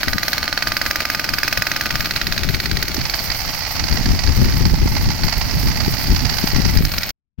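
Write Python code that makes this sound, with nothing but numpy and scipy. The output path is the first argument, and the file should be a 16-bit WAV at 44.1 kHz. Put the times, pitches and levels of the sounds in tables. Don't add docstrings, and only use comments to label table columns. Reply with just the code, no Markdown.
import sys
import numpy as np
from scipy import signal
from scipy.fft import rfft, irfft
from scipy.io import wavfile

SR = 44100
rng = np.random.default_rng(int(sys.argv[2]) if len(sys.argv) > 2 else 0)


def output_pcm(signal):
    pcm = np.clip(np.atleast_2d(signal).T, -1, 1) * 32767
    wavfile.write(sys.argv[1], SR, np.round(pcm).astype(np.int16))


N = 326340
TIME = np.arange(N) / SR

BITE_START_S, BITE_END_S, LIGHT_START_S = .032, 2.8, 2.965
SILENCE_START_S, SILENCE_END_S = 7.112, 7.378

# (time [s], rate [strokes/s])
BITING = [(0, 19.88), (.437, 20.335), (.68, 20.97), (1.8, 21.205), (2.053, 19.35), (2.427, 17.89),
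          (2.9, 17.71)]
# (time [s], rate [strokes/s])
LIGHT = [(3.2, 22.78), (3.6, 23.09), (3.9, 22.76), (4.17, 22.56), (4.45, 24.79), (4.75, 22.36),
         (4.9, 22.15), (5.05, 21.79), (5.3, 22.9), (5.55, 23.27), (5.85, 22.37), (6.1, 22.25), (6.4, 22.67),
         (6.7, 22.34)]
# (time [s], relative level [dB])
RATTLE = [(3.0, -23.5), (3.85, -20), (4.582, -20.5), (4.75, -24), (4.88, -21.5), (5.0, -19.5),
          (6.751, -16.5)]
# (share of the stroke [0-1], relative level [dB], Gaussian decay length [s])
BURSTS = [(0, 0, .008), (.27, -6, .009), (.665, -5.5, .007)]
# (time [s], amplitude share [0-1])
LOOSENESS = [(2.9, 0.62), (3.15, 0.9), (6.72, 0.53), (6.84, 0.07)]


def from_db(db):
    return 10 ** (np.asarray(db) / 20)


def rms_one(x):
    return x / np.sqrt(np.mean(x ** 2) + 1e-20)


def read(rows, at=TIME, axis=1):
    rows = np.array(rows)
    return np.interp(at, rows[:, 0], rows[:, axis])


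def drift(rate_hz):
    step = 40
    pole = np.exp(-2 * np.pi * rate_hz * step / SR)
    noise = rng.standard_normal(N // step + 2002)
    slow = signal.lfilter([1], [1, -2 * pole, pole * pole], noise)[2000:]
    return np.interp(np.arange(N) / step, np.arange(len(slow)), rms_one(slow))


def add(track, s, sound):
    start = int(np.clip(s * SR, 0, N - 1))
    track[:, start:start + sound.shape[1]] += sound[:, :N - start]


def colour(x, spectrum, size=4096):
    table = np.array(spectrum, float)
    hz = np.maximum(np.fft.rfftfreq(size, 1 / SR), 1)
    gain_db = [np.interp(np.log(hz), np.log(table[:, 0]), side) for side in table.T[1:]]
    cepstrum = irfft(np.log(rms_one(from_db(gain_db))))
    cepstrum[:, 1:size // 2] *= 2
    cepstrum[:, size // 2 + 1:] = 0
    response = irfft(np.exp(rfft(cepstrum)))
    return signal.oaconvolve(x, response, axes=1)[:, :N]


def scatter(size, apart):
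    mid, side = rng.standard_normal((2, size))
    side = apart * signal.lfilter(*signal.butter(1, 4000, "high", fs=SR), side)
    return rms_one(np.array([mid + side, mid - side]))


def evolve(noise, size, apart, alike=.85):
    return alike * noise + np.sqrt(1 - alike ** 2) * scatter(size, apart)


def ring(modes, t, uneven_db=0.0):
    phase_spread = .05
    hz, mode_db, t60 = np.array(modes).T[:, :, None]
    strength = from_db(mode_db + uneven_db * rng.standard_normal(hz.shape) - 60 * t / t60)
    phase = hz * t + phase_spread * rng.standard_normal(hz.shape)
    return np.sum(strength * np.sin(2 * np.pi * phase), axis=0)


def strokes(pace, start_s):
    return np.cumsum(read(pace) * (TIME >= start_s)) / SR


def moments(done, end_s, share=0):
    count = np.interp(end_s, TIME, done)
    return np.interp(np.arange(count) + share, done[done > 0], TIME[done > 0])


def wedged(s):
    start_s, takes_s = 1.49, 1
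    return np.clip((s - start_s) / takes_s, 0, 1)


def swell(s, left_db, right_db, length_s):
    bell = np.exp(-np.minimum(((TIME - s) / length_s) ** 2, 50))
    return from_db([[left_db], [right_db]]) * bell


def blows(times, levels_db):
    # (time [s], frequency [Hz], relative level [dB])
    tip_curve = [(0, 4000, -0.5), (.35, 4220, 6.5), (.6, 4450, 3.5), (.8, 4900, -5), (.95, 5020, -1),
                 (1.42, 4970, 4.5), (1.62, 5260, -1), (1.8, 5300, -18), (2.15, 4140, 4), (2.7, 4560, -8.5),
                 (3.2, 4540, 7), (6.6, 4520, 7), (6.9, 5190, 4)]
    # (time [s], frequency [Hz], relative level [dB])
    shaft_curve = [(0, 2450, -8.5), (.6, 2330, 9), (1.2, 2500, 20.5), (1.6, 2500, 20.5), (1.95, 2430, 11),
                   (2.35, 2490, 17), (2.8, 2420, -13)]
    # (frequency [Hz], relative level [dB], T60 [s])
    body_modes = [(690, -16, 0.0076), (1372, 2, 0.018), (1476, -8, 0.093), (1620, 4.5, 0.018),
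                  (1857, 14.5, 0.012), (2186, 15.5, 0.011), (3210, -1, 0.04)]
    # (frequency [Hz], left relative level [dB], right relative level [dB])
    spectrum = [(275, -10.5, -31), (407, -28.5, -19), (564, -8.5, -15), (1030, -17.5, -18),
                (1483, -6.5, -5), (1860, -10, -4.5), (2610, -18.5, -14), (3160, -12.5, -25.5),
                (3913, -11, -1), (4970, -8.5, 5.5), (7900, -22, -26.5), (12200, -21, -36),
                (12600, -7.5, -18.5), (15400, -30, -15.5)]
    body_db, tip_db, shaft_db = -7, -5.0, -6
    knock_db, knock_s = -0.5, .0052
    ground_db, ground_lag_s = -14, .0031
    echo_db, echo_t60, tail_db, tail_t60 = -16, .045, -26, .16
    heavy_db = -14
    crack, free_s, wedged_s, thin_hz = 21, .00011, .000085, (300, 1000)
    clang_t60, clang_wander = .02, .01
    loose_start_s, loose_end_s = 3.0, 6.74
    dull = signal.butter(2, 6500, fs=SR)

    t = np.arange(SR // 12) / SR
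    rise = 1 - np.exp(-t / .0004)
    knock = from_db(knock_db) * rise * np.exp(-(t / knock_s) ** 2)
    echo_decay = from_db(echo_db - 60 * t / echo_t60) + from_db(tail_db - 60 * t / tail_t60)
    echoes = rise ** 2 * echo_decay

    def clang(curve, db, s):
        hz = read(curve, s) * rng.normal(1, clang_wander)
        return from_db(db + read(curve, s, axis=2) - 60 * t / clang_t60) * np.sin(2 * np.pi * hz * t)

    out, rubble = np.zeros((2, N)), scatter(len(t), 0.89)
    for s, level_db in zip(times, levels_db):
        heavy = from_db(min(level_db - heavy_db, 0))
        front = t / np.interp(wedged(s), [0, 1], [free_s, wedged_s]) - 2
        shock = crack * front * np.exp(-front ** 2 / 2)
        thin = signal.butter(2, np.interp(wedged(s), [0, 1], thin_hz), "high", fs=SR)
        tip = clang(tip_curve, tip_db, s)
        shaft = clang(shaft_curve, shaft_db, s)
        body = from_db(body_db) * ring(body_modes, t, uneven_db=4)
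        direct = np.sqrt(heavy) * shock / 2 + rise * (tip + heavy * (shaft + body))
        bounce = from_db(ground_db) * np.interp(t - ground_lag_s, t, direct, left=0)
        rubble = evolve(rubble, len(t), 0.33)
        returned = bounce + knock * rubble + echoes * scatter(len(t), 0.37)
        blow = from_db(level_db) * signal.lfilter(*thin, direct + returned)
        if loose_start_s < s < loose_end_s:
            blow = signal.lfilter(*dull, blow)
        add(out, s - .0002, blow)
    return colour(out, spectrum)


def chips(times, snaps_db):
    # (frequency [Hz], left relative level [dB], right relative level [dB])
    spectrum = [(1500, -27.5, -27), (3600, -7.5, -2), (6300, 1.5, 3), (8300, -25, -19.5),
                (12140, -8.5, -12), (13000, 3.5, -12.5), (15600, -2, -1.5)]
    delay_s, rise_s, decay_s, uneven_db = .00044, .00019, .0041, 1.5
    t = np.arange(SR // 40) / SR
    burst = (1 - np.exp(-t / rise_s)) * np.exp(-t / decay_s)
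    out = np.zeros((2, N))
    for s, snap_db in zip(times, snaps_db):
        level = from_db(snap_db + uneven_db * rng.standard_normal())
        add(out, s + delay_s, level * burst * scatter(len(t), 1.0))
    return colour(out, spectrum)


def steel(times, levels_db):
    # (frequency [Hz], relative level [dB], T60 [s])
    modes = [(732, -9, .25), (834, -9, .3), (902, -10, .3), (1213, 0, .4), (1492, -1, .35), (1625, -3, .2),
             (1938, -3, .14)]
    ring_db, damping_db = -20.5, 14
    grip_lag_s = .4
    wander_rad, wander_hz = 2.1, 4.9
    pushes = np.zeros(N)
    pushes[(times * SR).astype(int)] = from_db(levels_db + ring_db - damping_db * wedged(times - grip_lag_s))
    out = np.zeros(N)
    for hz, db, t60 in modes:
        decay_per_sample = from_db(-60 / (t60 * SR))
        strength = signal.lfilter([1], [1, -decay_per_sample], pushes + 1e-18)
        out += from_db(db) * strength * np.sin(2 * np.pi * hz * TIME + wander_rad * drift(wander_hz))
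    return out


def thuds(times):
    # (time [s], frequency [Hz], relative level [dB])
    tone = [(0, 277, -29), (2.0, 298, -33.5), (2.45, 344, -29), (2.95, 336, -24.5)]
    port_opens_s, blow_db, right_db = .01303, -2, -3.5
    thud_s = .0039
    t = np.arange(-SR // 100, SR // 60) / SR
    bell = np.exp(-(t / thud_s - 1) ** 2) * from_db([[0], [right_db]])
    out = np.zeros((2, N))
    for s in times:
        thud = from_db(read(tone, s, axis=2)) * bell * np.sin(2 * np.pi * read(tone, s) * t)
        add(out, s + t[0], from_db(blow_db) * thud)
        add(out, s + t[0] + port_opens_s, thud)
    return out


def rattle():
    # (frequency [Hz], left relative level [dB], right relative level [dB])
    spectrum = [(450, -24, -19.5), (880, -6, -4), (990, -19.5, -8), (1720, -15, -10.5), (1930, -16, -2),
                (2300, -19, -7), (3500, -19, -15), (4770, -42, 0), (6040, -41.5, -7), (6500, -17.5, -13.5),
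                (8600, -42, -27), (15500, -23, -20)]
    rattle_db, wash_db, uneven_db, rise_s = -3.0, -11.5, 4.95, .00094
    t = np.arange(SR // 40) / SR
    bursts = np.zeros((2, N))
    for share, burst_db, length_s in BURSTS:
        burst = (1 - np.exp(-t / rise_s)) * np.exp(-(t / length_s) ** 2)
        clatter = scatter(len(t), 0.94)
        for s in moments(strokes(LIGHT, LIGHT_START_S), SILENCE_START_S, share):
            clatter = evolve(clatter, len(t), 0.74)
            level = from_db(burst_db + uneven_db * np.clip(rng.standard_normal(), -2, 1))
            add(bursts, s, level * burst * clatter)
    bursts = signal.lfilter(*signal.butter(2, 7000, fs=SR), bursts)
    running = read(LOOSENESS)
    wash = from_db(wash_db) * scatter(N, 0.97)
    chatter = colour(running * (bursts + wash), spectrum)
    return from_db(rattle_db + read(RATTLE)) * rms_one(chatter) * np.sqrt(np.mean(running ** 2))


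def buzz():
    # (frequency [Hz], relative level [dB], T60 [s])
    modes = [(590, -1, .018), (680, -1, .02), (765, -3, .022), (836, -5, .033), (903, -7, .03)]
    buzz_db, rebound_db, right_db, jitter_s = -14, -3, -1, .00026
    clicks = np.zeros(N)
    for share, _, _ in BURSTS:
        knocks = moments(strokes(LIGHT, LIGHT_START_S), SILENCE_START_S, share)
        at = ((knocks + jitter_s * rng.standard_normal(len(knocks))) * SR).astype(int)
        clicks[at] = from_db(rebound_db * (share > 0) + rng.standard_normal(len(at)))
    clicks = clicks * from_db(buzz_db + read(RATTLE)) * read(LOOSENESS)
    hum = signal.oaconvolve(clicks, ring(modes, np.arange(SR // 8) / SR))[:N]
    return hum * from_db([[0], [right_db]])


def exhaust():
    # (time [s], relative level [dB])
    air = [(0, -25.5), (2.3, -25), (3.3, -28), (4.7, -31.5), (6.7, -29), (6.9, -25)]
    # (frequency [Hz], left relative level [dB], right relative level [dB])
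    spectrum = [(285, -5, -5.5), (418, -11.5, -15.5), (633, -2, -11.5), (955, -11.5, -15.5), (1400, -7, -6),
                (1790, -12, -6.5), (2250, -7.5, -2), (3590, -10, -20), (4320, -8.5, -1.5),
                (6050, -13.5, -19.5), (8770, -28.5, -32.5), (15600, -15.5, -38)]
    air_db, flutter_db, flutter_hz, puff_db = -2.5, 3.5, 100, 1.5
    puff = puff_db * np.cos(2 * np.pi * (strokes(BITING, BITE_START_S) - .1)) * (TIME < BITE_END_S)
    level_db = air_db + read(air) + puff + flutter_db * drift(flutter_hz)
    return colour(from_db(level_db) * scatter(N, 0.93), spectrum)


def jet():
    # (share of the stroke [0-1], relative level [dB])
    valve = [(0, -3), (.2, 1.5), (.34, 3.3), (.6, -2.5), (.72, .7), (.9, -4.5), (1, -3)]
    # (time [s], relative level [dB])
    jet_level = [(0, -39), (2.8, -37.5), (3.2, -32), (4.3, -37), (5.6, -32), (6.9, -32)]
    # (frequency [Hz], left relative level [dB], right relative level [dB])
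    spectrum = [(5050, -28.5, -31), (9600, -2, -6.5), (10720, -31.5, -31), (12040, 3.5, -8),
                (14000, 0.5, 6.5), (15200, -1, 0)]
    biting_share, flutter_db, flutter_hz = .35, 3.5, 13
    biting_db = biting_share * read(valve, strokes(BITING, BITE_START_S) % 1)
    light_db = read(valve, strokes(LIGHT, LIGHT_START_S) % 1)
    opening_db = np.where(TIME < BITE_END_S, biting_db, light_db)
    level_db = read(jet_level) + opening_db + flutter_db * drift(flutter_hz)
    return colour(from_db(level_db) * scatter(N, 1.0), spectrum)


def wind():
    # (time [s], left relative level [dB], right relative level [dB])
    breeze_curve = [(0, -34, -40), (2.1, -29.5, -42), (2.45, -22.5, -35), (3.2, -29.5, -35),
                    (3.75, -28.5, -33), (4.1, -25, -26.5), (4.75, -17.5, -17), (5.3, -24.5, -25.5),
                    (5.65, -24, -15.5), (6.35, -25, -25), (6.8, -22.5, -25.5), (7.05, -30.5, -32),
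                    (7.4, -21, -37)]
    # (time [s], left relative level [dB], right relative level [dB], Gaussian half-width [s])
    gusts = [(0.118, -24, -44, 0.083), (0.694, -26, -42, 0.046), (0.853, -34, -27, 0.024),
             (1.317, -22, -45.5, 0.027), (1.596, -24.5, -48, 0.026), (1.987, -20.5, -46, 0.078),
             (2.29, -20.5, -33, 0.045), (2.466, -18, -46, 0.044), (2.556, -11.5, -40, 0.021),
             (2.736, -22, -31, 0.052), (3.017, -32, -19, 0.06), (3.315, -22, -33, 0.021),
             (3.486, -23, -28, 0.024), (3.81, -22.5, -21.5, 0.071), (3.931, -10.5, -39, 0.034),
             (4.001, -36, -8, 0.014), (4.1, -13, -13.5, 0.067), (4.286, -8.5, -22, 0.038),
             (4.389, -11.5, -19, 0.037), (4.444, -13.5, -9.5, 0.044), (4.54, -19, -24, 0.054),
             (4.655, -12, -18, 0.053), (4.73, -30, -6.5, 0.021), (4.833, -9.5, -16, 0.022),
             (4.96, -31, -18.5, 0.052), (5.074, -16.5, -15, 0.053), (5.255, -13, -25, 0.041),
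             (5.379, -24, -15.5, 0.016), (5.585, -18, -16, 0.045), (5.678, -15, -15, 0.036),
             (5.812, -27, -25.5, 0.056), (5.935, -30, -24, .04), (6.125, -11.5, -14, 0.056),
             (6.244, -31, -8.5, 0.028), (6.303, -25, -27, 0.029), (6.567, -8.5, -29, 0.028),
             (6.67, -12, -22, 0.043), (6.772, -8.5, -22, 0.031), (6.843, -19, -15, 0.053)]
    # (time [s], left relative level [dB], right relative level [dB])
    thumps = [(0.077, -12, -39), (0.161, -16, -41.5), (2.501, -9, -40), (2.983, -29, -4.5),
              (3.925, -4, -34), (4.087, -1.5, -25), (4.422, -15, -16), (4.61, -11, -20), (4.68, -9, -20),
              (4.736, -17.5, -7), (4.825, -8, -14), (4.859, -6, -13), (5.882, -5.5, -24), (6.441, -3, -26),
              (6.536, -5.5, -24), (6.6, -10, -24), (6.655, -15, -2.5), (6.764, -7, -23), (6.81, -15, -7.5)]
    # (frequency [Hz], left relative level [dB], right relative level [dB])
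    rumble_spectrum = [(15, 2.5, -7), (35.4, 6, 7.5), (77, 4.5, 1.5), (134, -3, -0.5), (245, -10.5, -18),
                       (400, -45, -54.5), (930, -42.5, -43), (3000, -68, -66)]
    # (frequency [Hz], left relative level [dB], right relative level [dB])
    buffet_spectrum = [(20, -27.5, -12), (68, -0.5, -11.5), (147, 4, -3), (281, -5, -5.5),
                       (507, -19.5, -23.5), (800, -34.5, -38.5), (3030, -33, -50), (9000, -56.5, -49)]
    swell_db, swell_hz, thump_s = 1.5, 10, .0035
    lumpy_db, ragged_db = 1.5, 4.0
    strong_db, steepness, buffet_db = -20, 1.19, -7.5
    breeze = from_db([read(breeze_curve, axis=port) + swell_db * drift(swell_hz) for port in (1, 2)])
    gust_db = 20 * np.log10(np.hypot(breeze, sum(swell(*gust) for gust in gusts)))
    eddies = np.array([drift(38), drift(52)])
    rumble = rms_one(colour(rng.standard_normal((2, N)) * from_db(lumpy_db * eddies), rumble_spectrum))
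    buffet = rms_one(colour(rng.standard_normal((2, N)) * from_db(ragged_db * eddies), buffet_spectrum))
    force = from_db(strong_db + steepness * (gust_db - strong_db) + buffet_db)
    force = force + sum(swell(*thump, thump_s) for thump in thumps)
    return from_db(gust_db) * rumble + force * buffet


def scene():
    # (time [s], relative level [dB])
    force = [(0, -15.5), (.43, -18), (.62, -15.5), (1.0, -17), (1.24, -18.5), (1.55, -16), (2.0, -17),
             (2.62, -18), (2.83, -19)]
    # (time [s], relative level [dB])
    snap = [(0, -21), (.2, -14), (.35, -12), (.5, -28), (.8, -16), (1.25, -18), (1.45, -13.5), (1.7, -15),
            (2.1, -21), (2.35, -17), (2.6, -21), (2.77, -21)]
    # (time [s], relative level [dB], snap of the rock [dB])
    late_blows = np.array([(2.8266, -5.5, -11.5), (2.8815, -9.5, -13.5), (2.944, -11.5, -10),
                           (3.0143, -10, -27), (3.053, -13, -35), (3.0972, -9, -17), (3.1386, -9, -30),
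                           (3.1912, -11.5, -29), (3.3015, -10, -29), (3.84, -11, -27), (3.926, -11, -26),
                           (4.0574, -9, -30), (4.191, -10.5, -31), (4.2743, -10.5, -25), (4.524, -12, -30),
                           (4.6533, -12, -31), (5.235, -9.5, -22), (5.283, -12, -32), (5.8475, -12, -30),
                           (5.939, -22, -26), (6.07, -14.5, -24.5), (6.559, -14.5, -32),
                           (6.7725, -8.5, -16), (6.8512, -8.5, -11), (6.9178, -12, -16),
                           (6.9823, -7.5, -14.5), (7.0325, -8.5, -17), (7.0917, -13, -16)])
    bite_db, late_db, tap_db, uneven_db = 0.5, -11.0, -10.0, 0.3
    tap_lead_s = .002
    late_times = late_blows[:, 0]
    bites = moments(strokes(BITING, BITE_START_S), BITE_END_S)
    taps = moments(strokes(LIGHT, LIGHT_START_S), RATTLE[-1][0]) - tap_lead_s
    taps = taps[np.abs(taps[:, None] - late_times).min(axis=1) > .025]
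    times = np.r_[bites + rng.normal(0, .0001, len(bites)), taps, late_times]
    levels_db = np.r_[read(force, bites) + bite_db, read(RATTLE, taps) + tap_db, late_blows[:, 1] + late_db]
    levels_db = levels_db + uneven_db * rng.standard_normal(len(times))

    breaker = blows(times, levels_db) + steel(times, levels_db)
    breaker = breaker + chips(np.r_[bites, late_times], np.r_[read(snap, bites), late_blows[:, 2]])
    breaker = breaker + thuds(np.r_[bites, late_times[late_times < LIGHT_START_S]])
    breaker = breaker + rattle() + buzz() + exhaust() + jet()

    before = np.clip((SILENCE_START_S - TIME) / .006, 0, 1)
    after = np.clip((TIME - SILENCE_END_S) / .012, 0, 1)
    faint = from_db(-59.5)
    return before * breaker + (before + after + faint) * wind()


def record(dry):
    top, cutoff_hz = .92, 15900
    low_pass = signal.ellip(10, .2, 90, cutoff_hz, fs=SR, output="sos")
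    return signal.sosfilt(low_pass, top * np.tanh(dry / top))


dry = scene()
out = record(dry)
output_pcm(out)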